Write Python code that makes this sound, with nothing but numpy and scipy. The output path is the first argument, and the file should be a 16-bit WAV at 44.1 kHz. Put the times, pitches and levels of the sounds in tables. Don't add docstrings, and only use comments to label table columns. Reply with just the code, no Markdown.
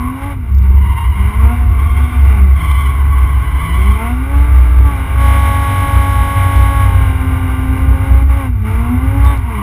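import sys
import numpy as np
from scipy import signal
from scipy.fft import rfft, irfft, next_fast_len
from scipy.io import wavfile
from scipy.ndimage import uniform_filter1d, minimum_filter1d, map_coordinates

SR = 44100
rng = np.random.default_rng(int(sys.argv[2]) if len(sys.argv) > 2 else 0)


def pcm_store(signal):
    levels = np.round(np.clip(np.atleast_2d(signal), -1, 1) * 32767)
    wavfile.write(sys.argv[1], SR, levels.astype(np.int16).T)


def linear_from_db(decibels):
    return 10 ** (np.asarray(decibels, float) / 20)


N = 424241
FULL_CYCLE_HZ = 46.3
HOLD_HZ = 12000

# frequency in Hz, gain in dB.
PANEL_COLOUR = [(180, -30), (300, -1.5), (314, -6.5), (408, -12), (585, -18), (683, -5), (789, -9),
                (903, -1), (989, -9.5), (1150, 2.5), (1260, -8), (1480, -3.5), (1800, -15), (2070, -2),
                (2600, -16.5), (3380, -50), (5720, -120)]
# frequency in Hz, gain in dB.
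HOUSING_COLOUR = [(2100, 0.5), (2380, 4.5), (2480, -3), (2800, 4.5), (3050, -3.5), (3250, -4.5), (3500, -7),
                  (3700, -3), (3900, -11.5), (4300, -18.5), (5500, -14.5), (5800, -18), (5990, -40)]
# time in seconds, pitch in Hz.
BOOM_PITCH = [(0.0, 69.14), (0.24, 70.94), (0.29, 63.26), (0.99, 70.16), (1.71, 62.88), (1.82, 69.13),
              (5.06, 62.95), (5.76, 68.5), (6.05, 60.34), (7.02, 62.43), (7.21, 72.02), (7.5, 65.08),
              (9.62, 61.3)]
# time in seconds, level in dB.
ROAD_ROUGHNESS = [(0.0, -24), (0.21, -24.5), (0.77, -18), (1.7, -17.5), (2.6, -27), (3.8, -20.5),
                  (4.1, -24.5), (5.7, -16.5), (7.9, -16.5), (8.12, -15), (8.22, -24), (8.6, -14.5),
                  (9.1, -13.5), (9.62, -24.5)]
# frequency in Hz, level in dB per Hz.
RUMBLE_COLOUR = [(12, -51), (22, -14.5), (31, -8), (43, -9.5), (55, 5.5), (80, -4.5), (105, -7), (118, -9),
                 (135, -17.5), (180, -23), (420, -30), (560, -46.5), (920, -120)]
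# time in seconds, boom level in dB, half length in seconds.
ROAD_BUMPS = [(0.558, -10, 0.081), (0.763, -7.5, 0.096), (1.079, -7.5, 0.02), (1.237, -7, 0.05),
              (1.433, -1, 0.048), (1.696, -8.5, 0.093), (1.834, -3.5, 0.033), (1.983, -11, 0.087),
              (2.254, 5.5, 0.042), (2.423, -3, 0.03), (2.63, -9.7, 0.4), (3.243, -7.5, 0.12),
              (3.546, -8.5, 0.021), (3.787, -11.5, 0.06), (3.907, -4.2, 0.03), (4.384, -5, 0.038),
              (4.568, -5, 0.055), (4.73, -6, 0.14), (5.35, -9, 0.16), (5.616, -13, 0.02038),
              (5.992, -8.5, 0.05), (6.233, -9, 0.033), (6.396, -13.5, 0.034), (6.597, -4, 0.036),
              (6.865, -13.5, 0.17), (7.875, -11, 0.069), (8.192, -6, 0.15), (9.036, -11, 0.053),
              (9.245, -4, 0.032), (9.37, -4.5, 0.018)]
# time in
# seconds, peak in dB.
BRIGHT_TICKS = [(0.5493, -47.5), (0.572, -57), (0.5857, -44), (0.63, -47.5), (1.4157, -53), (2.2179, -49.5),
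                (2.2543, -43), (2.3082, -51), (4.369, -43.5), (4.3914, -49), (4.7511, -60), (6.559, -37),
                (9.25, -38.5), (9.3761, -46)]
# start in seconds, level in dB, pitch in Hz, 60 dB decay in seconds.
RINGING_KNOCKS = [
    (8.224, -12.5, 248, 0.0314),
    (9.26, -26.5, 3620, 0.33),
]
# time in seconds, three times the slip rate in Hz, level in dB, harshness in dB.
SLIDES = [
    [(0.0, 3070, -22, -9.5), (0.13, 3006, -28.5, -17), (0.3, 2863, -42, -8)],
    [(0.5, 2804, -45, -1), (0.8, 2814, -31, 3), (0.99, 2860, -23, 1.5), (1.25, 2925, -30, 4),
     (1.41, 2940, -23.5, -5), (1.63, 2912, -36.5, -8), (1.82, 3195, -29.5, -1), (2.15, 3175, -34.5, 5.5),
     (2.45, 2955, -51, -2)],
    [(2.55, 3135, -37, 1), (2.6, 3116, -26.5, 6), (2.85, 3050, -27, 6.5), (3.0, 3045, -27, -3.5),
     (3.5, 3005, -27.5, 2), (3.65, 3045, -25, 5), (3.92, 3070, -26.5, 5.5), (4.08, 3030, -26.5, -2),
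     (4.2, 2950, -56, 0)],
    [(8.6, 2916, -61, -5), (8.82, 2960, -30.5, -11), (9.1, 2866, -35, 0), (9.4, 2896, -32.5, -5),
     (9.62, 2920, -22.5, -3.5)],
]
# time in seconds, firing rate in Hz.
FIRING_RATE = [(0.0, 240), (0.3, 288), (0.55, 193), (1.12, 179), (1.53, 241), (2.15, 247), (2.8, 128),
               (3.56, 141), (4.31, 279), (4.68, 297), (5.22, 279.2), (6.83, 277.3), (7.15, 262.5),
               (7.6, 260), (8.4, 277), (8.62, 211), (9.31, 287), (9.62, 194)]
# time in seconds, sag in Hz (negative for a surge), half length in
# seconds.
REV_SAGS = [
    (1.82, 17, 0.11),
    (3.2, -7, .25),
    (4.48, -5, .13),
    (5.03, 20, .11),
    (9.1, -7, .12),
]
# time in seconds, load in dB, half-rate lines in dB, bark in dB.
PEDAL_MOVES = [(0, -3, -7, 3.5), (0.222, 2.5, 5, 2), (0.338, -8.5, -7, -2.5), (.62, -6, -2, 1.5),
               (.85, -4.5, -8, -7.5), (1.16, -0.5, 0, 0.5), (1.43, 5, 5, 4), (1.55, -1, 7, -2),
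               (1.95, 2, 5.5, -2.5), (2.2, 2.5, 5.5, -2), (2.43, -0.7, -8, 0.5), (3.56, -0.5, -1, 3),
               (3.97, 5.5, -15, 3), (4.13, -0.5, 14, 1), (4.31, 5.5, 10, 0.5), (4.4, 3.5, 12.5, 0),
               (4.85, 8.5, 12, 0.5), (4.919, 7, 4, -3.5), (5.188, 13.5, -10, -1.5), (6.87, 9.5, 2.5, -1),
               (7.13, 5.5, 9, 1.5), (7.6, 3.5, 10.5, 3.5), (8.23, -6, -1, 2.5), (8.3, 3.5, -1, 0.5),
               (8.37, 4.5, 0, 5.5), (8.48, -6.5, 6, 2), (8.646, 0.5, 13.5, 5), (9.228, 9.5, 7, 0),
               (9.36, -2, 2, -3.5), (9.5, -0.5, 10, 2.5)]
# centre in Hz, width in Hz, level in dB.
PIPE_MODES = [(132.6, 26, -28.5), (163, 21, -25.5), (199.5, 32, -25.5), (249.3, 36, -24),
              (285.5, 23, -29.5), (392, 72, -26), (441.4, 49, -28.5), (555, 56, -30.5), (718, 69, -20),
              (848, 89, -20)]
# multiple of the cycle rate, level in dB.
STRONG_LINES = [(3, -24), (5, -20.5), (9, -28), (10, -29), (14, -31), (15, -26), (16, -30), (20, -20),
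                (21, -32), (23, -26), (24, -8), (25, -29), (26, -29), (27, -30), (30, -26), (32, -24),
                (33, -27), (35, -27), (36, -21), (41, -29), (42, -27), (44, -27), (45, -24), (46, -25),
                (47, -25), (48, -30), (49, -26), (51, -28)]
# multiple of the cycle rate, level in dB.
WEAK_LINES = [(7, -37), (22, -32), (34, -33), (38, -39), (50, -34), (54, -40), (66, -35), (88, -47)]
BANK_LINES = (3, 9, 21, 27, 33)
# multiple of the firing rate, level in dB.
SHAFT_LINES = [(0.1055, -40), (0.4272, -23), (.568, -27), (.64, -30.5)]
# time in seconds, level in dB.
GEAR_HOLD = [
    (4.8, -29),
    (5.05, -9),
    (7.0, -8.5),
    (8.0, -10),
    (8.3, -33),
]


def unit(x):
    return x / np.sqrt(np.mean(x ** 2) + 1e-20)


def along(points, x):
    position, value = np.transpose(points)
    return np.interp(np.log(x + 1), np.log(position + 1), value)


def curves(rows):
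    s, *columns = np.transpose(rows)
    return [np.interp(np.arange(N) / SR, s, column) for column in columns]


def wobble(rate):
    knots = rng.standard_normal(int(N * rate / SR) + 4)
    return map_coordinates(knots, [np.arange(N) * rate / SR])


def smooth(x, seconds):
    return uniform_filter1d(x, size=round(seconds * SR))


def bumps(rows):
    t = np.arange(0, N, 64) / SR
    bells = sum(height * np.exp(-((t - s) / half) ** 2) for s, height, half in rows)
    return np.interp(np.arange(N) / SR, t, bells)


def filtered(x, response):
    m = next_fast_len(N + SR // 2)
    return irfft(rfft(x, m) * response(np.fft.rfftfreq(m, 1 / SR)), m)[..., :N]


def noise(spectrum):
    return unit(filtered(rng.standard_normal(N), lambda hz: linear_from_db(along(spectrum, hz))))


def resonance(centre_hz, width_hz):
    return lambda f: 1j * f * width_hz / (centre_hz ** 2 - f * f + 1j * f * width_hz)


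def panels(hz):
    return linear_from_db(along(PANEL_COLOUR[1:-2], hz))


def cabin():
    calm_db = -17.5 * (np.arange(N) < 0.47 * SR)
    between = linear_from_db(-19.5 + calm_db + 1.9 * wobble(9.3))
    jolts = bumps([(s, linear_from_db(db) ** 2, half) for s, db, half in ROAD_BUMPS])
    size = np.sqrt(between ** 2 + jolts)
    boom_hz, = curves(BOOM_PITCH)
    phase = 2 * np.pi * np.cumsum(boom_hz * (1 + 0.02555 * wobble(14))) / SR
    boom = size * linear_from_db(2.0 + 0.76 * wobble(16)) * np.sin(phase)
    loose = resonance(66.0, 26.0)
    boom += size * linear_from_db(-9.0) * unit(filtered(rng.standard_normal(N), lambda hz: loose(hz) ** 2))

    road_db, = curves(ROAD_ROUGHNESS)
    mode = resonance(94.95, 17.8)
    upper = linear_from_db(road_db - 3.5) * unit(filtered(rng.standard_normal(N), lambda hz: mode(hz) ** 2))
    rumble = linear_from_db(0.14 * road_db - 16.5 + 2.0 * wobble(6)) * noise(RUMBLE_COLOUR)
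    low = boom + upper + rumble
    give = minimum_filter1d(1.05 / np.maximum(np.abs(low), 1.05), size=1800)
    return low * uniform_filter1d(give, size=1200)


def bright_ticks():
    out = np.zeros(N + SR)
    t = np.arange(SR // 40) / SR
    fall = linear_from_db(-60 * t / 0.009)
    for s, db in BRIGHT_TICKS:
        out[round(s * SR):][:len(t)] += linear_from_db(db + 32.5) * fall * rng.standard_normal(len(t))
    out = filtered(out[:N], lambda hz: hz ** 8 / (hz ** 8 + 3900.0 ** 8))

    t = np.arange(SR // 10) / SR
    for s, db, hz, t60 in RINGING_KNOCKS:
        ring = linear_from_db(db - 60 * t / t60) * (1 - np.exp(-t / 0.0015)) * np.sin(2 * np.pi * hz * t)
        out[round(s * SR):][:len(t)] += ring
    return out


def tyres():
    out, t = np.zeros(N), np.arange(N) / SR
    third_hz, level_db, harsh_db = curves([row for rows in SLIDES for row in rows])
    fade = 0
    for rows in SLIDES:
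        inside = np.minimum(t - rows[0][0] + 0.017, rows[-1][0] - t + 0.12)
        fade = fade + np.clip(inside / 0.032, 0, 1)
    bright_db = 0.013 * (third_hz - 2950)
    second_db = -7.5 + 0.65 * harsh_db + bright_db
    upper_db = -1.5 + harsh_db + 1.7 * bright_db
    for wheel, scatter in ((1.001, 0.01962), (1.08, 0.04)):
        slip_hz = third_hz / 3 * wheel * (1 + 0.012 * wobble(25) + scatter * wobble(300))
        phase = 2 * np.pi * np.cumsum(slip_hz) / SR
        upper = np.sin(3 * phase) + 0.5 * np.sin(4 * phase) + 0.36 * np.sin(5 * phase)
        howl = np.sin(phase) + linear_from_db(second_db) * np.sin(2 * phase) + linear_from_db(upper_db) * upper
        out += fade * linear_from_db(level_db + 1.0 + 2.85 * wobble(60) + 0.96 * wobble(20)) * howl
    return filtered(out, panels)


def pipe(hz):
    coarse = hz[::64]
    power = sum((linear_from_db(db) / (1 + (2 * (coarse - centre) / width) ** 2)) ** 2
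                for centre, width, db in PIPE_MODES)
    return np.repeat(np.sqrt(power), 64)[:N]


def exhaust_note(firing_hz, firing, load_db, overrun_db, bark_db):
    first_db = 1.5 + 0.1 * load_db + 2.55 * wobble(25)
    second_db = -8 + 0.55 * load_db + 1.3 * overrun_db + 1.9 * wobble(25)
    third_db = -15 + 0.84 * load_db + overrun_db + 1.94 * wobble(30)
    note = pipe(firing_hz) * linear_from_db(first_db) * np.sin(firing)
    note += pipe(2 * firing_hz) * linear_from_db(second_db) * np.sin(2 * firing + 1)
    note += pipe(3 * firing_hz) * linear_from_db(third_db) * np.sin(3 * firing + 2)
    return note * linear_from_db(bark_db)


def cycle_wave(cycles, lines):
    grid = np.arange(4097) / 4096
    wave = np.zeros(4097)
    for k, db in lines:
        hz = k * FULL_CYCLE_HZ
        level = linear_from_db(db - along(HOUSING_COLOUR, hz)) / panels(hz)
        wave += level * np.sin(2 * np.pi * (k * grid + rng.random()))
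    return np.interp(cycles % 1, grid, wave)


def repeating_comb(cycles, high_db, uneven_db, odd_db):
    strong = dict(STRONG_LINES)
    lines = [(k, strong.get(k, along(WEAK_LINES, k) + 4 * rng.normal())) for k in range(3, 89)]
    even = cycle_wave(cycles, [row for row in lines if row[0] > 18 and row[0] % 6 == 0])
    uneven = cycle_wave(cycles, [row for row in lines
                                 if row[0] > 4 and row[0] % 6 and row[0] not in BANK_LINES])
    uneven += linear_from_db(odd_db) * cycle_wave(cycles, [row for row in lines if row[0] in BANK_LINES])
    comb = linear_from_db(high_db + 0.79 * wobble(40)) * even + linear_from_db(uneven_db + 1.05 * wobble(30)) * uneven
    return filtered(comb, panels)


def combustion_clatter(firing, clatter_db, repeat_db):
    gate = 1 + 0.071 * np.cos(firing) + 0.03 * np.cos(firing * 2 / 3)
    hiss = filtered(gate * rng.standard_normal(N),
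                    lambda hz: panels(hz) * hz ** 4 / (hz ** 4 + 193.0 ** 4) * (hz < 6000))
    fizz = filtered(gate * rng.standard_normal(N), lambda hz: (hz > 3300) * (hz < 6000))
    clatter = linear_from_db(clatter_db - repeat_db + 7.5 + 1.2 * wobble(14)) * unit(hiss)
    return clatter + linear_from_db(2.117 * clatter_db + 18.5) * unit(fizz)


def driveline(cycles, firing):
    road_db, = curves(ROAD_ROUGHNESS)
    crank = linear_from_db(road_db + 2.5 + 0.5 * wobble(12)) * np.sin(2 * np.pi * 2 * cycles)
    in_gear = linear_from_db(along(GEAR_HOLD, np.arange(N) / SR))
    shaft = sum(linear_from_db(db + 2.7 * wobble(5.8)) * np.sin(ratio * firing) for ratio, db in SHAFT_LINES)
    return in_gear * shaft + filtered(crank, resonance(93.6, 12))


def engine():
    flywheel_s, pedal_s = 0.07, 0.05
    t = np.arange(N) / SR
    firing_hz = smooth(curves(FIRING_RATE)[0], flywheel_s) - bumps(REV_SAGS)
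    moves, *settings = np.transpose(PEDAL_MOVES)
    latest = np.searchsorted(moves, t, "right") - 1
    load_db, odd_db, bark_db = [smooth(column[latest], pedal_s) for column in settings]
    held_s = smooth(t - moves[latest], pedal_s)
    repeat_db = np.maximum(load_db, 0)
    overrun_db = np.minimum(load_db, 0)

    cycles = np.cumsum(firing_hz * (1 + 0.0006 * wobble(30))) / SR / 6
    firing = 2 * np.pi * 6 * cycles
    high_db = -41 + 1.31 * load_db + 0.8 * bark_db - 0.0448 * (firing_hz - 6 * FULL_CYCLE_HZ)
    high_db += 0.28 * (repeat_db - 4.5) + 11.5
    clatter_db = -38.5 + 1.095 * load_db - 0.8 * held_s
    uneven_db = clatter_db + overrun_db + 0.076 * repeat_db + 12.0

    out = exhaust_note(firing_hz, firing, load_db, overrun_db, bark_db)
    out += repeating_comb(cycles, high_db, uneven_db, odd_db)
    out += combustion_clatter(firing, clatter_db, repeat_db)
    return out + driveline(cycles, firing)


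def scene():
    return (cabin() + bright_ticks() + tyres() + engine())[None]


def band_limit(x):
    return signal.sosfilt(signal.butter(12, 15410, fs=SR, output="sos"), x)


def record(dry):
    dull = filtered(dry, lambda hz: linear_from_db(along(HOUSING_COLOUR, hz)))
    clipped = dull / (1 + np.abs(dull / 1.052) ** 16) ** (1 / 16)
    low_band = filtered(clipped, lambda hz: hz < HOLD_HZ / 2)
    sampled = low_band * (1 + 2 * np.cos(2 * np.pi * HOLD_HZ * np.arange(N) / SR))
    held = filtered(sampled, lambda hz: np.sinc(hz / HOLD_HZ) * (hz < 15400))
    return band_limit(np.clip(held, -1, 1))


dry = scene()
out = record(dry)
pcm_store(out)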